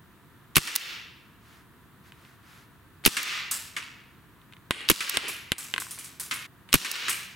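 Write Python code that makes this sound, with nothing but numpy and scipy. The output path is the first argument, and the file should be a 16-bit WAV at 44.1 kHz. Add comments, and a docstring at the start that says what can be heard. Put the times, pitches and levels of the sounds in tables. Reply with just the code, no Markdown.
"""Four loud shots crack close to the microphone in a large stockroom: a gas revolver fires through a chronograph.
Each shot is a hammer click and a gas blast, made of coloured noise bursts; one flight later the pellet slaps
the far end. Spent pellets drop on boxes or skip over the hard floor, among knocks, scuffs and ventilation.
Decaying noise answers as the room. Gain control ducks after every loud crack, so the room's ring seems to hold
and swell as the gain comes back."""
import sys
import numpy as np
from scipy import signal
from scipy.fft import rfft, irfft
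from scipy.io import wavfile
from scipy.ndimage import uniform_filter1d

SR = 44100
rng = np.random.default_rng(int(sys.argv[2]) if len(sys.argv) > 2 else 0)


def put_to_file(sound):
    """Save the sound as 16-bit audio at rate SR, in the file named by the first command-line argument."""
    columns = np.atleast_2d(sound).T  # one column per channel
    safe = np.clip(columns, -1, 1)
    whole_steps = np.round(safe * 32767)
    wavfile.write(sys.argv[1], SR, whole_steps.astype(np.int16))


N = 324135

SHORT = 8192  # samples in a short sound
T = np.arange(SHORT) / SR
HZ = np.fft.rfftfreq(SHORT, 1 / SR)
HUSH_S = 6.466  # sounds laid in before this moment stop short here

# The four shots. Each row: blast start in seconds, hammer lead in seconds, hammer level in dB,
# valve whistle level in dB, blast level in dB, level of the pellet's far slap in dB.
SHOTS = [(0.5663, 0.0092, -3, -8.5, 19.5, -24.5), (3.0606, 0.0089, -2.5, -15.5, 19.5, -18),
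         (4.8991, 0.011, -2, -22.5, 19, -21), (6.7399, 0.011, 5, -23, 21, -22)]
# Stereo width of sounds close by. Each row: frequency in Hz, side minus mid in dB.
NEAR_WIDTH = [(100, 0.5), (400, -9), (1200, -2.5), (2500, -6.5), (5000, -9), (9000, -17.5), (14000, -7)]
# Stereo width of the room. Each row: frequency in Hz, side minus mid in dB.
ROOM_WIDTH = [(60, 3), (180, -7), (550, -8.5), (1650, -5), (4970, -10), (15000, -21)]


def amp(db):
    """Decibels to gain."""
    return 10 ** (np.asarray(db) / 20)


def rms(x):
    """Root mean square."""
    return np.sqrt(np.mean(x ** 2) + 1e-20)


def along(points, hz=HZ):
    """(Hz, value) points read on a log frequency axis."""
    f, v = np.transpose(points)
    return np.interp(np.log(hz + 1), np.log(f + 1), v)


def left_right(mid_side):
    """Mid and side to left and right."""
    mid, side = mid_side
    return np.array([mid + side, mid - side])


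def pan(balance_db):
    """Gains of the two channels, left over right by balance_db."""
    return amp([[balance_db / 2], [-balance_db / 2]])


def causal(x, colour_db):
    """A short sound through the minimum-phase filter of that colour, found by folding the cepstrum."""
    cepstrum = irfft(np.log(amp(colour_db)))
    cepstrum[..., 1:SHORT // 2] *= 2
    cepstrum[..., SHORT // 2 + 1:] = 0
    return irfft(rfft(x) * np.exp(rfft(cepstrum)))


def burst(colour_db, t60, hold=0, width=NEAR_WIDTH):
    """A stereo burst of coloured noise that holds at about rms 1, then dies by 60 dB in t60 seconds."""
    envelope = amp(-60 * np.maximum(T - hold, 0) / t60)
    noise = rng.standard_normal((2, SHORT)) * envelope
    mid_side_db = np.array([colour_db, colour_db + along(width)])
    pair = left_right(causal(noise, mid_side_db))
    return pair * rms(envelope) / rms(pair)


def stereo_noise(colour, width):
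    """Steady noise of the scene's length in that colour and stereo width, rms 1."""
    hz = np.fft.rfftfreq(N, 1 / SR)
    gain = amp(along(colour, hz) + np.array([0 * hz, along(width, hz)]))
    pair = left_right(irfft(rfft(rng.standard_normal((2, N))) * gain, N))
    return pair / rms(pair)


def add(track, s, sound):
    """Lay a sound in at s seconds; whatever was laid in before HUSH_S fades out there within 8 ms."""
    start = round(s * SR)
    part = sound[..., :N - start]
    t = (start + np.arange(part.shape[-1])) / SR
    fade = np.clip((HUSH_S - t) / .008 + .5, 0, 1) if s < HUSH_S else 1
    track[:, start:start + len(t)] += part * fade


def mix(*sounds):
    """Sum (delay in seconds, stereo sound) pairs into one sound."""
    parts = [np.pad(sound, ((0, 0), (round(s * SR), 0))) for s, sound in sounds]
    longest = max(part.shape[1] for part in parts)
    return sum(np.pad(part, ((0, 0), (0, longest - part.shape[1]))) for part in parts)


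def room(colour_db, rise=.002, uneven_db=2.5, walls_db=3, blend_s=0.35, size=1024, count=120):
    """The stockroom's diffuse answer: coloured noise that builds up, then dies at each frequency's own pace."""
    # The stockroom's ring. Each row: frequency in Hz, time to die by 60 dB in seconds.
    ring_times = [(130, 0.24), (400, .7), (1100, 0.74), (2600, 0.89), (4000, 0.77), (6000, 0.64),
                  (9000, 0.42), (15000, 0.55)]
    hz = np.fft.rfftfreq(size, 1 / SR)
    frame_s = np.arange(count) * size / 2 / SR
    # each source spot feeds some frequencies more than others
    ripple_db = uneven_db * rng.standard_normal(len(hz))
    width_db = np.array([0 * hz, along(ROOM_WIDTH, hz)])
    gain = amp(np.interp(hz, HZ, colour_db) + ripple_db + width_db)
    gain /= np.sqrt(np.sum(gain ** 2) / len(hz))
    noise = rng.standard_normal((2, (count - 1) * size // 2))
    spectra = signal.stft(noise, nperseg=size)[2]
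    decay = amp(-60 * frame_s / along(ring_times, hz)[:, None])
    tail = left_right(signal.istft(spectra * gain[..., None] * decay, nperseg=size)[1])
    # single wall echoes stand out at first, then blend
    t = np.arange(tail.shape[1]) / SR
    echoes = uniform_filter1d(rng.standard_normal(len(t)), size=64)
    echo_db = walls_db * echoes / rms(echoes) * np.exp(-t / blend_s)
    return tail * (1 - np.exp(-t / rise)) * amp(echo_db)


def thump():
    """A single push through the carton's low resonance, peak 1."""
    # The hollow answer of a struck carton. Each row: frequency in Hz, relative level in dB per Hz.
    hollow = [(25, -11.5), (70, 0.5), (160, -0.5), (330, -4), (460, -4), (680, -12.5), (2000, -36),
              (10000, -59)]
    pulse = causal(1. * (T == 0), along(hollow))
    return pulse / np.abs(pulse).max()


def blasts():
    """Gas jets from the muzzle, buffets the microphone and shakes the carton; the ceiling and the room answer."""
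    # Colours of the jet, of the puff that buffets the microphone, of the shaken carton and of the room's ring.
    # Each row: frequency in Hz, relative level in dB per Hz.
    jet_colour = along([(20, -13.5), (150, 6), (350, 4), (700, -12), (1200, 0.5), (1800, -5.5), (2700, 5),
                        (4000, -5.5), (7000, -8.5), (11500, -1), (15000, -8), (21000, -13)])
    gust_colour = along([(25, -7), (100, 2), (350, 0), (550, -5.5), (800, -17.5), (2000, -44.5)])
    carton_colour = along([(20, 5.5), (100, -1), (330, -0.5), (650, -19.5), (1150, -7), (1800, -4),
                           (2800, -3.5), (5000, -7.5), (11000, -10.5), (16000, -27.5)])
    ring_colour = along([(30, -16), (80, -8.5), (150, 3), (300, -6.5), (650, -15.5), (1150, -6.5),
                         (1800, -5.5), (2800, -3.5), (4200, -1), (6500, -3), (9000, -2), (15000, -14)])
    # Resonances of the chronograph's tube, carried into the room by the blast.
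    # Each row: centre in Hz, width in Hz, boost in dB.
    tube = [(1262, 150, 4), (2800, 170, 5), (4480, 80, -0.5)]
    valve_open_s, gust_s, ceiling_s = 0.0029, 0.0055, .0144
    gust_db, room_db = -13.5, -28  # relative to the blast

    out = np.zeros((2, N))
    tube_db = sum(db / (1 + ((HZ - hz) / width) ** 2) for hz, width, db in tube)
    for s, *_, blast_db, _ in SHOTS:
        gain = amp(blast_db)
        jet = burst(jet_colour, t60=0.017, hold=valve_open_s)
        add(out, s, gain * jet * pan(-1.3))
        # the puff swirls differently at each port, so it is wide
        gust = burst(gust_colour, t60=0.0085, hold=gust_s, width=[(60, 0), (400, 1)])
        add(out, s + 0.00074, gain * amp(gust_db) * gust)
        add(out, s + .003, gain * amp(-5.0) * burst(carton_colour, t60=0.055))
        # the ceiling returns the sharp front of the blast, less some treble
        echo_colour = jet_colour + along([(400, 2.0), (2500, -3), (12000, -5)])
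        echo = burst(echo_colour, t60=0.011, hold=.002)
        add(out, s + ceiling_s, gain * (amp(-7.5) * echo + amp(-15) * thump()))
        add(out, s, gain * amp(room_db) * room(ring_colour + tube_db, rise=0.0042))
    return out


def hammer():
    """The hammer scrapes faintly as it swings, strikes the valve and rebounds, and the opening valve whistles."""
    # Colour of the hammer's steel. Each row: frequency in Hz, relative level in dB per Hz.
    steel_colour = along([(40, -22), (300, -20), (650, -31), (1100, -12), (1700, -7.5), (2500, -4),
                          (3800, -1), (6000, -7.5), (9000, -14.5), (14000, -16), (20000, -26.5)])
    bounce_s, bounce_db = .0026, -9.5  # one rebound on the valve, relative to the strike
    whistle_colour = -10 * np.log10(1 + ((HZ - 10000) / 350) ** 4)  # a narrow band at 10 kHz

    out = np.zeros((2, N))
    for s, lead, hammer_db, whistle_db, *_ in SHOTS:
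        strike = s - lead
        add(out, strike - .006, amp(-40.5) * burst(steel_colour, t60=.01, hold=0.0042))
        add(out, strike, amp(hammer_db) * burst(steel_colour, t60=0.011, hold=0.00046))
        rebound = burst(steel_colour, t60=0.014, hold=.001)
        add(out, strike + bounce_s, amp(hammer_db + bounce_db) * rebound)
        whistle = burst(whistle_colour, t60=.012, hold=0.0012)
        add(out, strike + bounce_s, amp(whistle_db) * whistle)
    return out


def far_hit(direct_db, tilt_db):
    """A pellet's slap at the far end arrives smeared, with much of the room; tilt_db is dB per octave."""
    # Colour of the far end. Each row: frequency in Hz, relative level in dB per Hz.
    far_colour = [(40, -23), (300, -13), (700, -25), (1150, -0.5), (1700, 3.5), (2500, 6), (4000, -0.5),
                  (6000, -3.5), (9000, -1.5), (15000, -17)]
    colour = along(far_colour) + tilt_db * np.log2(np.maximum(HZ, 500) / 2000)
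    direct = amp(direct_db) * burst(colour, t60=0.11, hold=0.00099, width=ROOM_WIDTH)
    return mix((0, direct), (0, room(colour, rise=0.0011)))


def far_hits():
    """Every pellet strikes the far end one flight after its shot; spent ones drop on boxes later."""
    # Spent pellets dropping on boxes at the far end. Each row: start in seconds, level in dB.
    rebounds = [(3.765, -37), (5.142, -33.5), (6.311, -34), (6.955, -33.5), (7.082, -33.5)]
    flight_s = .1068  # a pellet's flight to the far end plus the sound's way back
    out = np.zeros((2, N))
    for s, *_, slap_db in SHOTS:
        add(out, s + flight_s, amp(slap_db) * far_hit(direct_db=14.5, tilt_db=-1.9))
    for s, db in rebounds:
        # slower, so softer and duller
        add(out, s, amp(db) * far_hit(direct_db=10, tilt_db=-2.66))
    return out


def skips(ping_db=5, ping_width_hz=600):
    """Hard pellet on hard floor: bright contacts light up the room, each flight shorter, each bounce weaker."""
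    # Skipping pellets. Each row: start in seconds, level in dB, number of contacts.
    runs = [(3.512, -29.5, 1), (5.282, -37.5, 1), (5.582, -35, 1), (5.800, -38, 4), (6.198, -36.5, 1),
            (6.338, -41, 1), (7.094, -30.5, 1)]
    # Colour of a contact. Each row: frequency in Hz, relative level in dB per Hz.
    floor_colour = along([(100, -18.5), (700, -20.5), (1200, -8.5), (2500, -11.5), (4000, -9), (6000, -7),
                          (9000, -3), (12000, -6), (16000, -15)])
    flight_s, shrink = .109, .72  # first flight; each next flight over the one before
    loss_db, direct_db = 2.5, 7  # loss at each bounce; direct sound over the room's ring
    mean_ping_hz, ping_scatter = 8770, 0.14  # relative spread from contact to contact

    out = np.zeros((2, N))
    for first, db, count in runs:
        for k in range(count):
            s = first + flight_s * (1 - shrink ** k) / (1 - shrink)
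            ping_hz = mean_ping_hz * (1 + ping_scatter * rng.standard_normal())
            colour = floor_colour + ping_db / (1 + ((HZ - ping_hz) / ping_width_hz) ** 2)
            gain = amp(db - loss_db * k)
            add(out, s, gain * amp(direct_db) * burst(colour, t60=0.12, width=ROOM_WIDTH))
            add(out, s, gain * room(colour, rise=0.0093))
    return out


def ticks():
    """Ricochets click on something hard beside the microphone: very short noise bursts with a faint room."""
    # Sharp ticks close by. Each row: start in seconds, level in dB.
    clicks = [(0.7536, -7), (0.76, 2), (3.2296, -12), (5.0944, -6), (6.914, -5.5)]
    # Colour of a tick. Each row: frequency in Hz, relative level in dB per Hz.
    click_colour = along([(100, -26), (800, -17.5), (3000, -5), (7000, -3.5), (11000, -3), (15000, -5.5),
                          (20000, 4)])
    out = np.zeros((2, N))
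    for s, db in clicks:
        add(out, s, amp(db) * burst(click_colour, t60=0.0075, hold=0.0033) * pan(-2.5))
        add(out, s, amp(db - 34.0) * room(click_colour, rise=0.004))
    return out


def knock(db, centre_hz, room_db, spread_octaves=0.7, scatter_db=2, port_phase=.5):
    """One knock rings the modes near its centre frequency; the firmer it is, the more it cracks and thumps."""
    # What the knocks ring with. Each row: mode in Hz, level in dB, time to die by 60 dB in seconds.
    modes = [(400, -14.5, .03), (1040, -0.5, 0.027), (1555, 1, 0.015), (2065, -3.5, 0.018),
             (2520, -3, 0.012), (3000, 1.5, 0.0086), (3660, 2, .009), (4400, -5, .009)]
    # Colours of the crack and of the boxes around. Each row: frequency in Hz, relative level in dB per Hz.
    crack_colour = along([(100, 4), (700, 0), (3000, -4), (6000, -5), (10000, -2.5), (16000, -16.5)])
    box_colour = along([(50, -22), (350, 1), (650, -12), (1100, -4), (1700, -2.5), (2300, 2.5), (3200, 0),
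                        (4100, -5.5), (6000, -19), (9000, -6.5), (15000, -35)])
    firm_db = -18  # above this level crack and thump grow faster than the knock itself
    crack_db, crack_growth = -8, 0.51  # relative to the ring; extra dB per dB above firm
    thump_db, thump_growth = -30, 1.66

    hz, mode_db, t60 = np.transpose(modes)[..., None]
    # neighbouring modes swing opposite ways, which fills the gaps between them
    signs = (-1.) ** np.arange(len(modes))[:, None]
    strength, phase = rng.standard_normal((2, 2, len(modes), 1))
    nearness = 1 / (1 + (np.log2(hz / centre_hz) / spread_octaves) ** 2)
    weight = amp(mode_db + scatter_db * strength) * nearness
    swing = np.sin(2 * np.pi * hz * T + port_phase * phase)
    ring = np.sum(signs * weight * amp(-60 * T / t60) * swing, axis=1)
    ring /= rms(ring[:, :SR // 500])  # level set over the first 2 ms
    firmness_db = max(db - firm_db, 0)
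    crack = amp(crack_db + crack_growth * firmness_db) * burst(crack_colour, t60=0.013)
    low = amp(thump_db + thump_growth * firmness_db) * thump()
    # the boxes around throw the knock back, blurred
    boxes = amp(-17.5) * burst(box_colour, t60=0.044, hold=0.0025)
    tail = amp(room_db) * room(box_colour, rise=0.0013)
    return amp(db) * mix((0, ring + crack - low), (0.0051, boxes), (0, tail))


def knocks():
    """The gun's action clacks and pellets rattle on boxes close by, each a struck set of modes."""
    # Near knocks. Each row: start in seconds, level in dB, centre in Hz, room relative to the knock in dB.
    strikes = [(2.1212, -43.5, 2360, -23), (2.2506, -50, 2800, -20), (3.039, -39.5, 2400, -1),
               (4.416, -55, 3400, -20), (4.5244, -46, 2480, -30), (4.535, -44, 3000, -39),
               (4.5671, -48.5, 2280, -36), (4.7084, -5.5, 2300, -25), (5.1713, -4.5, 2900, -25.5),
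               (5.5190, -4.5, 2740, -34.5), (5.7391, -18.5, 2580, -36), (5.762, -28, 2100, -25),
               (5.780, -20, 1890, -27), (5.820, -31, 1650, -37), (5.867, -40.5, 1200, -31),
               (5.977, -44.5, 1210, -5), (6.6898, -43.5, 2760, -10)]
    out = np.zeros((2, N))
    for s, db, centre_hz, room_db in strikes:
        add(out, s, knock(db, centre_hz, room_db))
    return out


def scuffs():
    """Cardboard rubs briefly and booms near its panel resonance."""
    # Dull scuffs of cardboard. Each row: start in seconds, level in dB.
    rubs = [(5.135, -35.5), (5.23, -38), (5.279, -40)]
    # Colour of the panel. Each row: frequency in Hz, relative level in dB per Hz.
    panel_colour = along([(100, -29), (250, -13), (380, 1), (520, -14), (800, -15), (3000, -14),
                          (10000, -42)])
    out = np.zeros((2, N))
    for s, db in rubs:
        add(out, s, amp(db) * burst(panel_colour, t60=0.089, hold=0.017, width=ROOM_WIDTH))
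    return out


def swishes():
    """Soft rubbing noise, as of a sleeve, swells and fades with each move of the arm while the gun is aimed."""
    # Faint swishes. Each row: start in seconds, length in seconds, peak level in dB.
    moves = [(1.399, 0.26, -57.5), (2.026, 0.097, -58), (2.11, 0.3, -59.5), (2.4, .29, -55)]
    # Colour of the rubbing. Each row: frequency in Hz, relative level in dB per Hz.
    sleeve_colour = [(300, -18), (1400, 8.5), (3000, 1), (5000, -3), (8000, -8.5), (13000, -8.5),
                     (16000, -23)]
    t = np.arange(N) / SR
    strokes = sum(amp(db) * np.sin(np.pi * np.clip((t - s) / length, 0, 1)) for s, length, db in moves)
    return strokes * stereo_noise(sleeve_colour, ROOM_WIDTH)


def air():
    """The steady murmur of ventilation under a thin hiss: noise through a fixed colour."""
    # Colour of the air. Each row: frequency in Hz, relative level in dB per Hz.
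    murmur_colour = [(15, -47.5), (25, -27.5), (59, -9), (119, -3.5), (322, -12.5), (359, -13), (614, -27),
                     (666, -18.5), (782, -25.5), (945, -16.5), (1800, -19), (2120, -26), (3720, -30.5),
                     (5280, -39.5), (15500, -33)]
    # Its stereo width. Each row: frequency in Hz, side minus mid in dB.
    murmur_width = [(60, -9), (240, -8), (950, -12), (3770, -1.5), (15000, -10)]
    return amp(-55) * stereo_noise(murmur_colour, murmur_width)


def scene():
    """Gun, pellets and room together."""
    gun = hammer() + blasts()
    pellets = far_hits() + skips() + ticks()
    return gun + pellets + knocks() + scuffs() + swishes() + air()


def gain_control(x, threshold_db=-16, slope=0.8, release_db_per_s=90, size=64):
    """Turns down at once when the level passes the threshold, then comes back at a steady pace."""
    power = np.abs(uniform_filter1d(np.mean(x ** 2, axis=0), size))
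    level_db = 10 * np.log10(power + 1e-12)
    wanted_db = slope * np.maximum(level_db - threshold_db, 0)
    # a running maximum against a rising ramp lets the cut shrink linearly
    ramp_db = release_db_per_s * np.arange(N) / SR
    cut_db = np.maximum.accumulate(wanted_db + ramp_db) - ramp_db
    return x * amp(-uniform_filter1d(cut_db, size // 4))


def record(dry):
    """Gain control, clipping at full scale and a steep band limit."""
    top_hz = 15900
    clipped = np.clip(gain_control(dry), -1, 1)
    hz = np.fft.rfftfreq(N, 1 / SR)
    return irfft(rfft(clipped) / np.sqrt(1 + (hz / top_hz) ** 160), N)


dry = scene()
out = record(dry)
put_to_file(out)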